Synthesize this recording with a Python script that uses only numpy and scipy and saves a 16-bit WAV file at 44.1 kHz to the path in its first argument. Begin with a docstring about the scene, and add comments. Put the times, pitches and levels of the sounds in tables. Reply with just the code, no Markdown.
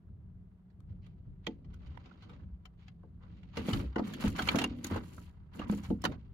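"""Plastic panel on a gravel lot

Close to a stereo pair, someone shifts about holding a big moulded plastic panel, then steps round and turns it
over. Each scuff crunches the stones and leaves them trickling. The panel's edge clacks on them, its hollow
shell booms and bends, and a hand slides over it. The low rumble of the open lot lies under everything, with a
few deep thuds of heavy footfalls felt through the ground."""
import sys
import numpy as np
from scipy import signal
from scipy.fft import rfft, irfft
from scipy.io import wavfile
from scipy.ndimage import uniform_filter1d

SR = 44100
rng = np.random.default_rng(int(sys.argv[2]) if len(sys.argv) > 2 else 0)


def dump(signal):
    """Clip the signal to [-1, 1] and save it as 16-bit WAV at the path in sys.argv[1]."""
    limited = np.clip(np.atleast_2d(signal).T, -1, 1)
    pcm = np.round(limited * 32767).astype(np.int16)
    wavfile.write(sys.argv[1], SR, pcm)


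N = 279547
TIME = np.arange(N) / SR

# spectra of a contact's low body, middle crack and high snap: f/Hz, level/dB
BODY_TONE = [(30, -53), (150, -22), (350, 5), (700, 3), (1200, 2.5), (1700, -4.5), (2600, -30), (6000, -57)]
CRACK_TONE = [(700, -22.5), (1500, -1.5), (2150, -0.5), (2520, -0.5), (3100, 3), (4400, -5.5), (5300, -9),
              (7000, -18.5), (9000, -37.5), (16000, -35)]
SNAP_TONE = [(2500, -20), (5000, -1), (7000, 3.5), (8800, -6.5), (11000, -0.5), (13000, -9), (15500, -5.5)]
# stereo width at the microphones: f/Hz, side minus mid/dB
WIDTH = [(60, -10.5), (200, -18), (380, -4.5), (700, -5.5), (1290, -1.5), (2380, 0), (4400, -0.5),
         (9000, -1)]


def from_db(db):
    """Decibels to gain."""
    return 10 ** (np.asarray(db) / 20)


def at_hz(points, hz):
    """Gain of a spectrum at the given frequencies."""
    f, db = np.transpose(points)
    return from_db(np.interp(np.log(hz + 1), np.log(f), db))


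def panned(left_db):
    """Gains of the two channels for a level difference."""
    return from_db(np.array([[left_db], [-left_db]]) / 2)


def add(out, s, sound):
    """Mix a sound in at s seconds."""
    at = max(round(s * SR), 0)
    out[:, at:at + sound.shape[1]] += sound[:, :N - at]


def swell(t, rise_s):
    """A smooth rise from 0 to 1."""
    return np.sin(np.pi / 2 * np.minimum(t / rise_s, 1)) ** 2


def even(x, span_s):
    """Hold the slow level at rms 1 and keep the fast flutter."""
    size = max(int(span_s * SR / 2), 1)
    power = np.mean(x ** 2, axis=0)
    return x / np.sqrt(uniform_filter1d(uniform_filter1d(power, size), size) + 1e-9)


def noise(tone, size=N):
    """Stereo noise of a given colour, narrow in the bass and wide in the treble; mid rms 1."""
    hz = np.arange(size // 2 + 1) * SR / size
    rolloff = 1 / (1 + (hz / (2 * tone[-1][0])) ** 4)
    mid, side = rfft(rng.standard_normal((2, size))) * at_hz(tone, hz) * rolloff
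    mid, side = irfft(mid, size), irfft(side * at_hz(WIDTH, hz), size)
    return np.array([mid + side, mid - side]) / mid.std()


def strokes(rows, attack_s, sag_db, release_t60):
    """Each push builds up, holds while it eases off a little, and dies away: a gain per sample."""
    out = np.zeros((1, N))
    for s, length_s, db in rows:
        t = TIME[None, :int((attack_s + length_s + release_t60) * SR)]
        held = t - attack_s / 2
        eased_db = sag_db * np.minimum(held / length_s, 1)
        released_db = 60 * np.maximum(held - length_s, 0) / release_t60
        add(out, s - attack_s / 2, swell(t, attack_s) * from_db(db - eased_db - released_db))
    return out[0]


def outdoors():
    """The open lot: a low rumble with brief buffets, a steady distant hum and faint air."""
    # course of the rumble: t/s, level/dB
    rumble_curve = [(0.0, -64.5), (0.08, -50), (0.42, -52), (0.5, -58), (0.73, -62.5), (0.79, -50),
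                    (1.6, -53.5), (1.9, -45.5), (2.12, -60), (2.45, -47), (2.65, -56), (3.1, -53),
                    (3.3, -51.5), (5.1, -50.5), (5.5, -53), (5.7, -46.5), (6.34, -50.5)]
    # low buffets on top of it: t/s, length/s, level/dB
    buffet_rows = [(0.9, 0.04, -43.5), (1.27, 0.024, -44), (1.66, 0.054, -45.5), (3.57, 0.032, -41),
                   (3.73, 0.058, -32), (4.24, 0.059, -34), (4.42, 0.14, -42.5), (4.7, .025, -42),
                   (4.9, 0.1, -44.5), (5.6, 0.13, -51), (5.89, 0.039, -36), (6.09, 0.12, -50)]
    # spectra of rumble, hum and air: f/Hz, level/dB
    rumble_tone = [(15, -33), (30, -10), (55, 0), (90, 1), (140, -6.5), (190, -9), (235, -19), (320, -25.5),
                   (500, -36), (1000, -56.5)]
    hum_tone = [(20, -57.5), (130, -24.5), (168, -3), (188, 1.5), (204, -10.5), (240, -24.5), (500, -69)]
    air_tone = [(100, -3), (400, 0), (510, -11.5), (660, -7), (1000, -19.5), (2000, -28.5), (3300, -31.5),
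                (5000, -40), (16000, -42.5)]
    drift = from_db(np.interp(TIME, *np.transpose(rumble_curve)))
    buffets = strokes(buffet_rows, attack_s=0.01, sag_db=2.0, release_t60=0.35)
    rumble = np.hypot(drift, buffets) * even(noise(rumble_tone), span_s=0.39) * panned(0.74)
    return rumble + from_db(-60.5) * noise(hum_tone) + from_db(-75.5) * noise(air_tone)


def contact_noise(tone, size, ripple_db=5.5, ripple_hz=130):
    """Noise with the uneven peaks that give each stone or other contact its own pitch; rms 1."""
    hz = np.arange(size // 2 + 1) * SR / size
    peaks = np.interp(hz / ripple_hz, np.arange(512), rng.standard_normal(512))
    voice = irfft(rfft(noise(tone, size)) * from_db(ripple_db * peaks), size)
    return voice / voice.std()


def clacks(tail_db=-27, body_tail_t60=0.19, size=8192):
    """Stones and panel edge strike: each contact swells, dies soonest in the treble and rings faintly."""
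    # sharp contacts: peak t/s, body/dB, crack/dB, snap/dB, body t60/s, left minus right/dB
    contacts = [(0.705, -87, -79, -96, 0.094, -13), (0.807, -71.5, -78, -77, 0.0087, 18),
                (1.068, -66, -67.5, -75, 0.077, -4), (1.471, -41.5, -32, -53.5, .04, -3.5),
                (1.649, -65.5, -70.5, -98, 0.088, -1), (1.744, -59, -64.5, -66.5, 0.049, -2),
                (1.872, -82, -64, -79, 0.093, -2), (1.977, -47.5, -60, -74, 0.0093, -16),
                (2.061, -56.5, -60, -95, 0.15, 2), (2.118, -53, -85, -93, .025, -10),
                (2.226, -59.5, -58.5, -78, 0.21, -2), (2.298, -53.5, -61.5, -75, 0.17, 0),
                (2.658, -55.5, -52, -63, 0.055, 2.5), (2.885, -60.5, -53, -78, 0.039, 1),
                (3.037, -61, -82.5, -92, 0.036, -2), (3.435, -66, -62, -87, 0.059, -8),
                (3.574, -40.5, -38.5, -51.5, 0.094, -0.5), (3.687, -53, -44, -65, 0.15, -2),
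                (3.736, -38.5, -32.5, -51, 0.06, -2), (3.963, -31, -44, -59, 0.051, -2.5),
                (3.986, -36, -49, -75, 0.042, -6), (3.996, -34, -49.5, -63, 0.06, 0),
                (4.081, -59, -72, -54, 0.056, 4), (4.14, -53, -42.5, -48.5, 0.073, -3.5),
                (4.21, -52, -51, -54, 0.11, -7), (4.242, -36, -43, -56, .022, 2),
                (4.283, -54, -47, -44.5, 0.047, -1), (4.304, -58, -64, -52, 0.043, 1),
                (4.365, -57, -47.5, -53, 0.098, 3), (4.395, -27, -35.5, -49.5, 0.082, -1),
                (4.424, -47, -38, -45.5, 0.061, -2.5), (4.477, -44, -37, -45.5, 0.054, -6.5),
                (4.491, -27.5, -20, -42, 0.033, -2), (4.521, -44, -44, -48, 0.033, -1),
                (4.549, -33, -52, -62.5, .07, -1), (4.561, -35, -39, -38, 0.053, -13.5),
                (4.59, -32, -30, -37, 0.1, -3.5), (4.62, -32.5, -33.5, -43, 0.059, 0),
                (4.644, -29, -26.5, -36, 0.046, -4.5), (4.847, -48, -39.5, -34, 0.041, -1.5),
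                (4.871, -58.5, -52, -41, 0.038, -5), (4.914, -46, -63, -58, .11, 0),
                (4.964, -37.5, -49, -52.5, 0.1, -2), (5.184, -46.5, -80, -80, 0.027, -4),
                (5.597, -44, -43.5, -57, 0.036, -2), (5.618, -39.5, -55, -81, 0.087, -6),
                (5.7, -36, -46.5, -69, 0.017, -4.5), (5.726, -52, -52.5, -59, .06, -4),
                (5.839, -54, -58, -57, .2, -6), (5.906, -51, -58, -64, .06, -5.5),
                (6.022, -62, -62, -51, .032, -5), (6.044, -28, -36.5, -39.5, 0.044, -0.5),
                (6.055, -24.5, -27.5, -38.5, 0.055, -7.5), (6.123, -46, -55.5, -71, 0.11, -4)]
    out, t = np.zeros((2, N)), TIME[:size]
    for s, body_db, crack_db, snap_db, t60, left_db in contacts:
        rise_s = 0.0055 * min(t60 / 0.0097, 1)  # the driest ticks start more abruptly
        bands = [(BODY_TONE, body_db, 1, 0), (CRACK_TONE, crack_db, 0.75, 0),
                 (SNAP_TONE, snap_db, 0.52, 3.0)]
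        for tone, db, decay_scale, lean_left_db in bands:
            age = np.maximum(t - rise_s, 0) / decay_scale
            decay = from_db(-60 * age / t60) + from_db(tail_db - 60 * age / body_tail_t60)
            shape = swell(t, rise_s) * decay
            burst = contact_noise(tone, size) * shape
            burst *= np.sqrt(np.mean(shape ** 2) / np.mean(burst ** 2))
            add(out, s - rise_s - 0.001, from_db(db) * burst * panned(left_db + lean_left_db))
    return out


def hollow_panel(x, direct_db=-4.5, ring_db=-6.5):
    """Sounds next to the hollow panel take on its resonances and bounce around inside it."""
    # upper resonances of the panel: f/Hz, width/Hz, level/dB relative to ring_db
    resonances = [(751.3, 17, 6), (807, 25, -2.5), (980, 40, -2.5), (1050, 25, -8.5), (1299, 41, 4.5),
                  (1502, 26, 3.5), (2031, 53, 5), (2256, 150, 7), (2795, 45, 0.5), (3102, 150, 2),
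                  (3720, 72, -4), (4150, 340, -0.5), (4570, 150, -12), (6590, 400, -4)]
    # reflections in the hollow: left delay/s, right delay/s, level/dB
    echoes = [(.0007, .0011, -15.5), (.0019, .0015, -20.5), (.0027, .0034, -35), (.0049, .0043, -17.5)]
    rung = from_db(direct_db) * x
    for hz, width_hz, db in resonances:
        resonator = signal.iirpeak(hz, hz / width_hz, fs=SR)
        rung += from_db(ring_db + db) * signal.lfilter(*resonator, x + 1e-18)
    out = rung.copy()
    for left_s, right_s, db in echoes:
        add(out, left_s, from_db(db) * rung * [[1], [0]])
        add(out, right_s, from_db(db) * rung * [[0], [1]])
    return out


def grains(tone, per_s, spread_db, rise_s, t60, kinds=8, size=4096):
    """Small contacts of several kinds come at random times and strengths; rms 1."""
    t = TIME[:size]
    fade = swell(t, rise_s) * from_db(-60 * t / t60) * (1 - t / t[-1])
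    out = 0
    for _ in range(kinds):
        hits = rng.random(N) < per_s / kinds / SR
        strength = from_db(spread_db * np.minimum(rng.exponential(1, N), 3.5))
        clicks = hits * strength * rng.choice([-1, 1], N)
        out = out + signal.oaconvolve(clicks[None], contact_noise(tone, size) * fade, axes=1)[:, :N]
    return out / out.std()


def clumps(per_s, depth_db):
    """Contacts give way in little avalanches: a gain that wanders quickly."""
    return from_db(depth_db * np.interp(TIME * per_s, np.arange(2048), rng.standard_normal(2048)))


def trickling(push, trickle_db=-17, t60=1.7):
    """Disturbed stones go on settling: the gain of a push with a faint, slowly dying tail."""
    fade = from_db(-60 * TIME / t60)
    return np.maximum(push, from_db(trickle_db) * np.maximum.accumulate(push / fade) * fade)


def gravel(coarse_creep_db=-82, fine_creep_db=-96.5):
    """Coarse stones grind and small ones crackle in the same clumps; a standing weight makes them creep."""
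    # shoe or panel pushes the stones aside: t/s, length/s, coarse level/dB, fine level/dB
    scuffs = [(0.89, 0.025, -80, -80.5), (1.031, 0.026, -76, -70), (1.439, 0.078, -73, -70.5),
              (1.709, 0.027, -69.5, -71), (1.802, 0.56, -68.5, -71.5), (2.324, .12, -71, -82.5),
              (2.785, 0.095, -78, -73), (3.205, 0.069, -64, -75.5), (3.3, 0.65, -80, -75),
              (3.546, 0.091, -51.5, -53.5), (3.669, .13, -44.5, -50), (3.934, 0.034, -58, -68),
              (4.027, 0.22, -53.5, -56), (4.211, 0.079, -45, -48), (4.362, 0.07, -41.5, -46.5),
              (4.469, 0.17, -40, -48.5), (4.647, 0.2, -78, -65.5), (4.844, 0.043, -50.5, -55.5),
              (4.905, 0.077, -42.5, -54), (5.049, 0.23, -67.5, -69), (5.526, 0.051, -57.5, -68),
              (5.582, .2, -52.5, -59), (5.84, 0.016, -50, -55.5), (6.028, 0.019, -68.5, -57),
              (6.111, 0.01, -55, -64), (6.166, 0.12, -85, -81)]
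    s, length_s, coarse_db, fine_db = np.transpose(scuffs)
    coarse_push = strokes(zip(s, length_s, coarse_db), attack_s=0.04, sag_db=4.0, release_t60=0.2)
    fine_push = strokes(zip(s, length_s, fine_db), attack_s=0.047, sag_db=2.0, release_t60=0.23)
    coarse = from_db(coarse_creep_db) + trickling(coarse_push)
    fine = from_db(fine_creep_db) + trickling(fine_push)
    slips = clumps(per_s=80, depth_db=2.5)
    grinding = slips * grains(BODY_TONE, per_s=450, spread_db=1.5, rise_s=0.00057, t60=0.031)
    crackle = slips * grains(CRACK_TONE, per_s=500, spread_db=1.5, rise_s=0.00059, t60=0.036)
    return (coarse * even(grinding, span_s=0.18) + fine * even(crackle, span_s=0.25)) * panned(-2.5)


def shell_bending():
    """The plastic shell mutters as it bends in the hands."""
    # bends: t/s, length/s, level/dB
    bends = [(1.46, 0.23, -59.5), (1.82, 0.37, -60.5), (2.25, 0.18, -58.5), (3.24, 0.27, -63),
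             (3.57, 0.28, -41), (3.96, 0.49, -44), (4.5, 0.14, -38), (4.72, 0.33, -47.5),
             (5.12, 0.097, -57), (5.55, 0.25, -46.5), (5.88, .1, -51), (6.04, 0.062, -37)]
    # spectrum of the flexing plastic: f/Hz, level/dB
    flex_tone = [(20, -57), (70, -25), (130, 2), (200, 4), (280, 3.5), (380, -9), (520, -13), (900, -35),
                 (2000, -73)]
    mutter = even(grains(flex_tone, per_s=400, spread_db=-2.5, rise_s=0.012, t60=0.11), span_s=0.12)
    return strokes(bends, attack_s=0.0086, sag_db=1.5, release_t60=0.26) * mutter


def shell_knocks(scatter_rad=0.85, size=20000):
    """A blow's place favours some of the shell's modes; the fewer it catches, the longer they ring."""
    # blows that make the shell boom: t/s, peak level/dB, centre f/Hz, spread/octaves
    blows = [(1.473, -29.5, 323, 0.95), (3.038, -50, 402, 0.83), (3.573, -27.5, 380, 0.77),
             (3.685, -22, 217, 1.3), (3.747, -27, 276, 0.29), (3.962, -18.5, 350, 1.34),
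             (3.995, -21, 248, 1.2), (4.023, -29, 199, 0.24), (4.243, -20, 196, 1.04),
             (4.402, -31.5, 266, 0.42), (4.547, -14.5, 256, 1.16), (4.612, -26, 245, 0.45),
             (4.653, -29.5, 272, 0.47), (4.713, -33, 256, 0.051), (4.788, -43, 260, 0.14),
             (4.847, -34.5, 277, 0.2), (4.912, -26.5, 224, 1), (4.959, -26, 370, 1.1),
             (5.597, -30, 238, 1.34), (5.698, -20, 201, 0.2), (5.726, -27.5, 275, 1.1),
             (5.905, -20.5, 230, 0.92), (6.042, -28.5, 293, 1.5)]
    # low modes of the shell: f/Hz, level/dB
    modes = [(122, -14), (178, -3), (207, 3), (243, 0), (280, 0), (325, 0), (410, -4.5), (459, 2),
             (525, -2.5), (725, -0.5), (868, 4.5)]
    out, t = np.zeros((2, N)), TIME[:size]
    hz, mode_db = np.transpose(modes)[:, :, None]
    for s, peak_db, centre_hz, spread in blows:
        t60 = 0.18 / spread ** 0.34 / (hz / 230) ** 0.57  # high modes die first
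        weight = from_db(mode_db - 9 * np.abs(np.log2(hz / centre_hz)) / spread)
        phase = scatter_rad * rng.standard_normal(hz.shape)
        mic_phase = at_hz(WIDTH, hz) * rng.standard_normal((2,) + hz.shape)
        ringing = weight * from_db(-60 * t / t60) * np.sin(2 * np.pi * hz * t + phase + mic_phase)
        boom = ringing.sum(axis=1) * swell(t, rise_s=0.0015)
        add(out, s, from_db(peak_db) * boom / np.abs(boom).max())
    return out


def low_thuds(rise_s=0.0071, size=16384):
    """Short, deep thuds, dead centre: heavy footfalls felt through the ground."""
    # thuds: t/s, level/dB, f/Hz, t60/s
    thuds = [(1.859, -38, 62.3, .15), (2.523, -36, 60.5, 0.29), (3.735, -34, 41.6, 0.2),
             (3.853, -28, 64.6, 0.3), (4.912, -30.5, 93, 0.32)]
    out, t = np.zeros((2, N)), TIME[None, :size]
    for s, db, hz, t60 in thuds:
        add(out, s, from_db(db - 60 * t / t60) * swell(t, rise_s) * np.sin(2 * np.pi * hz * t))
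    return out


def hand_slides(tick_db=-3.5):
    """A hand hisses over the panel in tiny slips and ticks where it catches and snaps free."""
    # slides over the plastic: t/s, length/s, level/dB
    slides = [(3.56, 0.11, -65), (3.665, 0.12, -52.5), (3.97, 0.051, -76), (4.05, 0.11, -63.5),
              (4.205, 0.093, -53), (4.37, 0.24, -53.5), (4.765, 0.047, -71), (4.84, 0.13, -60),
              (5.04, 0.051, -65), (5.12, 0.13, -65.5), (5.545, 0.046, -64), (5.69, 0.086, -57.5),
              (5.835, 0.089, -68), (6.045, 0.018, -59.5)]
    # spectrum of the hiss: f/Hz, level/dB
    slide_tone = [(800, -11), (3000, -1), (7000, -0.5), (9000, -3.5), (10500, 0.5), (13000, 2),
                  (15500, -10.5)]
    slips = clumps(per_s=120, depth_db=0.5)
    hiss = slips * grains(slide_tone, per_s=5100, spread_db=1.0, rise_s=0.00025, t60=0.004)
    ticks = grains(SNAP_TONE, per_s=60, spread_db=1.5, rise_s=0.0004, t60=0.014, kinds=4)
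    sliding = strokes(slides, attack_s=0.046, sag_db=4.5, release_t60=0.23)
    return hollow_panel(sliding * (hiss + from_db(tick_db) * ticks)) * panned(1.5)


def scene():
    """Stones and panel close to the microphones, the lot around them."""
    stones = hollow_panel(gravel() + clacks())
    return stones + shell_knocks() + low_thuds() + shell_bending() + hand_slides() + outdoors()


def record(dry):
    """A steep low-pass at 15.9 kHz on both microphones."""
    return signal.sosfilt(signal.ellip(12, 0.1, 80, 15900, fs=SR, output="sos"), dry)


dry = scene()
out = record(dry)
dump(out)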